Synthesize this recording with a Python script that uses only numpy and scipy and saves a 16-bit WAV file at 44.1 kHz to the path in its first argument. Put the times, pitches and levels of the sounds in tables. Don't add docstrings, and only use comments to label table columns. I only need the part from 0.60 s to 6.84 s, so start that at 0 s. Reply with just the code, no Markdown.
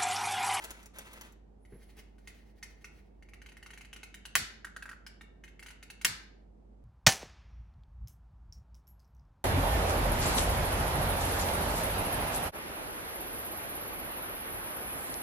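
import sys
import numpy as np
from scipy import signal
from scipy.fft import rfft, irfft, next_fast_len
from scipy.io import wavfile
from scipy.ndimage import uniform_filter1d

SR = 44100
rng = np.random.default_rng(int(sys.argv[2]) if len(sys.argv) > 2 else 0)


def persist_wave(psi):
    counts = np.round(np.clip(psi, -1, 1) * 32767).astype(np.int16)
    wavfile.write(sys.argv[1], SR, np.atleast_2d(counts).T)


N = 275228
TIME = np.arange(N) / SR
SHORT = TIME[:8192]


def undb(db):
    return 10 ** (np.asarray(db) / 20)


def unit(x):
    return x / np.sqrt(np.mean(x ** 2))


def burst(x, size=176):
    return x / np.sqrt(uniform_filter1d(x ** 2, size, mode="constant").max())


def fade(t, t60):
    return np.exp(-np.log(1000) * t / max(t60, 1e-4))


def lookup(hz, points):
    f, value = np.transpose(points)
    return np.interp(np.log(hz + 1e-9), np.log(f), value)


def noise(spectrum, count):
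    size = next_fast_len(count)
    gain = undb(lookup(np.fft.rfftfreq(size, 1 / SR), spectrum))
    shaped = irfft(rfft(rng.standard_normal(size)) * gain, size)
    return unit(shaped[:count])


def walk(rate):
    knots = rng.standard_normal(4096)
    return 1.2 * np.interp(TIME * rate, np.arange(len(knots)), knots)


def add(track, s, sound):
    i = max(int(s * SR), 0)
    track[i:i + len(sound)] += sound[:N - i]


def even(x, size):
    spectrum = rfft(x)
    power = uniform_filter1d(np.abs(spectrum) ** 2, size)
    return irfft(spectrum / np.sqrt(power + 1e-18))


def diffuse(a, b, spacing_s):
    alike = np.sinc(2 * spacing_s * np.fft.rfftfreq(len(a), 1 / SR))
    mid = rfft(a) * np.sqrt((1 + alike) / 2)
    side = rfft(b) * np.sqrt((1 - alike) / 2)
    return irfft(np.array([mid + side, mid - side]), len(a))


def crack(t60, spectrum):
    smear = rfft(rng.standard_normal(len(SHORT)) * fade(SHORT, t60))
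    gain = undb(lookup(np.fft.rfftfreq(len(SHORT), 1 / SR), spectrum))
    return irfft(gain * smear / np.abs(smear)) * fade(SHORT, 0.16)


# frequency in Hz, relative level in dB per Hz.
AIR_SPECTRUM = [(20, -36), (32, -23), (60, 0.5), (120, -7), (210, -4.5), (300, -7), (420, -8), (560, -14),
                (800, -16), (1100, -27), (2000, -36.5), (4000, -44.5), (8000, -49), (16000, -62)]
# centre frequency in Hz, relative level in dB, waver in Hz.
HUM_PARTIALS = [(50.9, -57.5, .5), (207, -71.5, 6.9)]


def background(air_db=-61.5, left_db=-1.1, hum_phase=0.16):
    air = undb(air_db) * diffuse(noise(AIR_SPECTRUM, N), noise(AIR_SPECTRUM, N), spacing_s=0.0012)
    hum = 0
    for hz, db, waver_hz in HUM_PARTIALS:
        phase = 2 * np.pi * np.cumsum(hz + waver_hz * walk(12)) / SR
        partial = unit(np.sin([phase, phase + hum_phase]))
        hum = hum + undb(db + 0.75 * walk(6.0)) * partial
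    return (air + hum) * undb([[left_db], [-left_db]])


# band centre in Hz, t60 in seconds.
ROOM_DECAY = [(150, 0.24), (700, 0.51), (1600, 0.53), (4000, 0.46), (8000, 0.28), (14000, 0.091)]


def room_tail(count=32768):
    t, hz = TIME[:count], np.fft.rfftfreq(count, 1 / SR)
    field = rfft(diffuse(*rng.standard_normal((2, count)), spacing_s=0.00077))
    centres = np.log([f for f, _ in ROOM_DECAY])
    tail = 0
    for share, (_, t60) in zip(np.eye(len(ROOM_DECAY)), ROOM_DECAY):
        band = irfft(field * np.interp(np.log(hz + 1), centres, share))
        tail = tail + band * fade(t, t60)
    window = (1 - np.exp(-t / .006)) * np.clip(3 - 4 * t / t[-1], 0, 1)
    return unit(even(tail, size=60) * window) / np.sqrt(count)


def place(x, spread, tail, lag_ms, early_db, early_t60, tail_db, absorb_hz=9000):
    scatter = diffuse(*rng.standard_normal((2, len(SHORT))) ** 3, spacing_s=.0001)
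    onset = np.clip(SHORT / .002 - .5, 0, 1)
    early = even(scatter * fade(SHORT, early_t60), size=12) * fade(SHORT, .3) * onset
    early = undb(early_db) * unit(early) / np.sqrt(len(SHORT))
    left, right = x + signal.fftconvolve(x[None], early, axes=1)[:, :N]
    right = np.convolve(right, np.sinc(np.arange(-24, 25) - lag_ms * SR / 1000), "same")
    pole = np.exp(-2 * np.pi * absorb_hz / SR)
    dull = signal.lfilter([1 - pole], [1, -pole], spread)
    late = signal.fftconvolve(dull[None], tail, axes=1)[:, :N]
    return np.array([left, right]) + undb(tail_db) * late


# start in seconds, centre in Hz, level in dB.
ALCOVE_BOOMS = [(3.776, 139.3, -45.5), (5.472, 115, -45.5)]


def booms(rise_s=.024):
    out = np.zeros(N)
    swell = (SHORT / rise_s) ** 2 * np.exp(2 - 2 * SHORT / rise_s)
    for s, hz, db in ALCOVE_BOOMS:
        hump = [(hz / 4, -20), (hz / 2, -4), (hz, 0), (hz * 2, -12), (hz * 4, -35), (hz * 20, -80)]
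        add(out, s, undb(db) * noise(hump, len(SHORT)) * swell)
    return out


# start in seconds, level in dB.
SHELF_BUMPS = [(1.122, -48), (1.143, -53)]
# frequency in Hz, relative level in dB per Hz.
BUMP_SPECTRUM = [(60, 3.5), (140, 4.5), (260, 1.5), (450, 2.5), (700, -22), (2000, -18), (6000, -58)]


def bumps():
    out = np.zeros(N)
    for s, db in SHELF_BUMPS:
        envelope = fade(SHORT, 0.25) * (1 - np.exp(-SHORT / 0.0011))
        add(out, s, undb(db) * noise(BUMP_SPECTRUM, len(SHORT)) * envelope)
    return out


def strokes(table, attack_s, t60):
    gain = 0
    for s, length, db in table:
        rise = np.clip((TIME - s) / attack_s, 0, 1)
        gain = gain + undb(db) * rise * fade(np.maximum(TIME - s - length, 0), t60)
    return gain


# start in seconds, length in seconds,
# relative level in dB.
SLEEVE_STROKES = [(-.04, 0.14, -55), (.015, 0.012, -51.5), (.13, 0.11, -62), (.335, 0.077, -56),
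                  (.44, 0.23, -58.5)]
# start in seconds, relative level in dB.
FIBRE_CATCHES = [(0.04, -38.5), (0.045, -39), (0.107, -38), (0.23, -54), (0.259, -48), (0.386, -38.5),
                 (0.533, -45.5), (0.612, -42), (0.723, -59.5), (1.369, -61)]
# frequency in Hz,
# relative level in dB per Hz.
CLOTH_SPECTRUM = [(200, -2.5), (450, 0), (850, 2.5), (1700, 3), (2700, -1), (4000, -6), (8000, -32)]
FIBRE_SPECTRUM = [(1500, -11.5), (2800, -3.5), (4000, -7), (6000, 3), (8200, -1.5), (10500, 3),
                  (13300, -6.5), (15000, -2), (16500, -4)]


def rustle(body_db=-2, hiss_db=-10, grain_db=3, crackle_body_db=-9, crackle_hiss_db=-4):
    grains = unit(undb(grain_db * walk(500) + 2 * walk(38.1)))
    movement = strokes(SLEEVE_STROKES, attack_s=0.011, t60=0.16)
    cloth = undb(body_db) * noise(CLOTH_SPECTRUM, N) + undb(hiss_db) * noise(FIBRE_SPECTRUM, N)
    out = movement * grains * cloth
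    for s, db in FIBRE_CATCHES:
        dull = burst(noise(CLOTH_SPECTRUM, len(SHORT)) * fade(SHORT, 0.043))
        sharp = burst(noise(FIBRE_SPECTRUM, len(SHORT)) * fade(SHORT, 0.0043))
        add(out, s, undb(db) * (undb(crackle_body_db) * dull + undb(crackle_hiss_db) * sharp))
    return out


SWEEP_S, SWEEP_LENGTH_S = 1.178, 0.38
WHISTLE_HZ, WHISTLE_SAG_HZ, WHISTLE_DB = 11200, 2150, -80


def whistle(upper_ratio=1.16, upper_db=-13):
    speed = np.clip(1 - (2 * (TIME - SWEEP_S) / SWEEP_LENGTH_S) ** 2, 0, 1)
    hz = WHISTLE_HZ - WHISTLE_SAG_HZ * (1 - speed)
    phase = 2 * np.pi * np.cumsum(hz * (1 + .007 * walk(500))) / SR
    strands = np.sin(phase) + undb(upper_db) * np.sin(upper_ratio * phase)
    return np.sqrt(speed) * undb(WHISTLE_DB + 2.9 * walk(46.5)) * unit(strands)


# start in seconds, length in seconds,
# central level in dB.
FINGER_SLIDES = [(1.06, 0.22, -70.5), (1.28, 0.04, -71.5), (1.58, 0.19, -71), (1.92, 0.44, -75)]
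# frequency in Hz, relative level in dB per Hz.
SKIN_SPECTRUM = [(300, 4.5), (900, -7), (1400, -4.5), (1900, 3), (3000, -5.5), (5000, -9.5), (8500, -16.5),
                 (10500, -11.5), (13300, -17), (15000, -13), (16500, -0.5)]


def sliding():
    movement = strokes(FINGER_SLIDES, attack_s=0.095, t60=0.85)
    flutter = undb(5.2 * walk(42.31) + 1.0 * walk(400))
    return movement * flutter * noise(SKIN_SPECTRUM, N)


# start in seconds, pitch in Hz, level in dB.
SPRING_PINGS = [(2.03, 5860, -50.5), (2.244, 5780, -57), (4.466, 5070, -51.5)]


def pings(t60=0.0044):
    out = np.zeros(N)
    for s, hz, db in SPRING_PINGS:
        ring = np.sin(2 * np.pi * hz * SHORT) * fade(SHORT, t60)
        add(out, s, undb(db) * burst(ring))
    return out


# frequency in Hz,
# relative level in dB, t60 in seconds.
SHELL_MODES = [(637, -8, 0.005), (860, -8.5, 0.03), (1083, -8.5, 0.029), (1362, 2.5, 0.015),
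               (1544, -0.5, 0.031), (1784, -1, 0.021), (1875, -0.5, 0.033), (2162, 3.5, 0.028),
               (2440, -8, 0.032), (2638, -2.5, 0.044), (2970, 3, 0.024), (3750, -3.5, 0.018),
               (4664, -14.5, 0.041), (6340, -1, 0.013)]
# frequency in Hz, relative level in dB per Hz.
CRACK_SPECTRUM = [(300, -7.5), (550, -8.5), (860, -11.5), (1150, -6.5), (2100, 5.5), (3300, 4), (4200, 5),
                  (5500, 2), (7000, 4), (9000, -0.5), (11000, 5), (13300, -12.5), (15000, 2),
                  (16500, -12.5)]


def shell(ring_hz, crack_db, crack_t60, damping, focus_db, scatter_db, contact_s):
    chance = rng.standard_normal((len(SHELL_MODES), 3))
    ring = 0
    for (hz, db, t60), (size, detune, phase) in zip(SHELL_MODES, chance):
        near = np.exp(-(np.log2(hz / ring_hz) / .22) ** 2)
        swing = np.sin(2 * np.pi * (hz * (1 + .03 * detune) * SHORT + phase))
        gain = undb(db + focus_db * near + scatter_db * size)
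        ring = ring + gain * swing * fade(SHORT, t60 / damping)
    contact = 1 - np.exp(-SHORT / contact_s)
    broad = burst(crack(crack_t60, CRACK_SPECTRUM) * contact)
    return burst(ring * contact) + undb(crack_db) * broad


def ticks(table, gain_db, crack_gain_db, crack_t60, damping, focus_db, contact_s):
    out = np.zeros(N)
    for s, db, ring_hz, crack_db in table:
        tick = shell(ring_hz, crack_db + crack_gain_db, crack_t60, damping, focus_db,
                     scatter_db=3, contact_s=contact_s)
        add(out, s, undb(db + gain_db) * tick)
    return out


# start in seconds, relative level in dB,
# favoured ring in Hz, relative level of the crack in dB.
GRIP_TICKS = [(1.0505, -55, 1910, -18), (1.5818, -59, 1760, -13.5), (1.6734, -40, 1920, -14),
              (2.0273, -37, 2140, -12.5), (2.2435, -38.5, 2400, -18), (4.4643, -39.5, 1570, -15),
              (4.61, -41.5, 1507, -20), (4.8379, -42, 1986, -19), (4.8778, -49, 1750, -18)]


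def grips():
    return ticks(GRIP_TICKS, gain_db=-7.5, crack_gain_db=7.0, crack_t60=0.084, damping=1.57,
                 focus_db=8.5, contact_s=0.0011)


# start in seconds, level in dB,
# delay of the first bounce in seconds, its level against the knock in dB.
TRIGGER_RETURNS = [(4.0458, -39, .0235, -9.5), (4.1633, -40.5, 0.022, -21), (4.2240, -42, .032, -3),
                   (4.291, -43.5, .0225, -1.5)]
RELEASE_HZ, RELEASE_CRACK_DB = 1651, -11
BOUNCE_SHRINK, BOUNCE_CRACK_DB = .75, -4


def bounces(count=3):
    for s, db, gap_s, bounce_db in TRIGGER_RETURNS:
        for k in range(count):
            yield s, db + bounce_db * k ** 2, RELEASE_HZ, RELEASE_CRACK_DB + BOUNCE_CRACK_DB * k
            s = s + gap_s * BOUNCE_SHRINK ** k


def release():
    return ticks(bounces(), gain_db=0.0, crack_gain_db=1, crack_t60=0.038, damping=4.0,
                 focus_db=26.5, contact_s=0.0017)


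# start in seconds, relative level in dB.
TRIGGER_SLIPS = [(2.6244, -51.5), (2.687, -51.5), (2.7346, -44.5), (2.8171, -46), (2.861, -45.5),
                 (2.8888, -48.5), (2.919, -50), (2.968, -45.5), (3.0267, -44), (3.0616, -43),
                 (3.1044, -43.5), (3.1344, -44.5), (3.1749, -43), (3.2093, -44.5), (3.248, -48.5),
                 (3.3292, -40), (3.3616, -43.5), (3.4313, -39), (3.5421, -40.5), (3.653, -38),
                 (4.9933, -44.5), (5.026, -43), (5.0615, -42.5), (5.0843, -43.5), (5.1042, -44.5),
                 (5.227, -44), (5.3008, -40.5), (5.413, -41)]
SLIP_HZ, SLIP_SPREAD_OCT, SLIP_CRACK_DB = 2670, 0.12, -8
LOAD_HZ_PER_S, LOAD_CRACK_DB_PER_S = 210, 8


def slips():
    for (s, db), chance in zip(TRIGGER_SLIPS, rng.standard_normal(len(TRIGGER_SLIPS))):
        early_s = min(trip - s for trip, *_ in SNAP_PARTS if trip > s)
        ring_hz = (SLIP_HZ - LOAD_HZ_PER_S * early_s) * 2 ** (SLIP_SPREAD_OCT * chance)
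        yield s, db, ring_hz, SLIP_CRACK_DB - LOAD_CRACK_DB_PER_S * early_s


def creaks():
    return ticks(slips(), gain_db=-6, crack_gain_db=4.5, crack_t60=.04, damping=2.6,
                 focus_db=2.5, contact_s=0.0015)


# start in seconds, relative level in dB.
SNAP_SPREADS = [(3.7518, -17.5), (5.4479, -19)]
# frequency in Hz, relative level in dB per Hz.
RADIATED_SPECTRUM = [(300, -18), (600, -20.5), (860, -9), (1130, -9), (1500, 1), (2100, -1), (3200, -5.5),
                     (4200, -2), (6000, -5.5), (11000, -5.5), (13300, -6), (15000, -2.5), (16500, -14.5)]


def radiated():
    out = np.zeros(N)
    for s, db in SNAP_SPREADS:
        add(out, s, undb(db) * burst(crack(.02, RADIATED_SPECTRUM)))
    return out


# start in seconds, level in dB, favoured ring in Hz, crack over the ring in dB,
# t60 that smears the crack in seconds.
SNAP_PARTS = [(3.7533, -19, 1900, -0.5, 0.012), (3.7546, -25.5, 860, -6, 0.039),
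              (3.7561, -28, 4100, -3, 0.026), (5.4475, -21, 1910, 4, 0.012),
              (5.4514, -22, 3770, 8.5, 0.0045)]


def snaps():
    out = np.zeros(N)
    for s, db, ring_hz, crack_db, crack_t60 in SNAP_PARTS:
        part = shell(ring_hz, crack_db, crack_t60, damping=3.4, focus_db=7, scatter_db=1, contact_s=.0005)
        add(out, s, undb(db) * burst(part))
    return out


def scene():
    tail = room_tail()
    cloth, knocks = rustle(), release()
    fingers = sliding() + grips() + creaks() + pings() + whistle()
    sleeve = place(cloth, cloth, tail, lag_ms=-0.181, early_db=0.5, early_t60=0.043, tail_db=-6)
    hand = place(fingers, fingers, tail, lag_ms=0.024, early_db=1.0, early_t60=0.035, tail_db=-2.0)
    trigger = place(knocks, knocks, tail, lag_ms=0.03, early_db=-0.5, early_t60=0.038, tail_db=-5.0)
    hammer = place(snaps(), radiated(), tail, lag_ms=0.005, early_db=-2.0, early_t60=0.055, tail_db=-3.5)
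    return background() + booms() + bumps() + sleeve + hand + trigger + hammer


TOP_HZ = 16100


def record(dry):
    return signal.sosfilt(signal.ellip(8, .2, 70, TOP_HZ, fs=SR, output="sos"), dry)


dry = scene()
out = record(dry)
persist_wave(out)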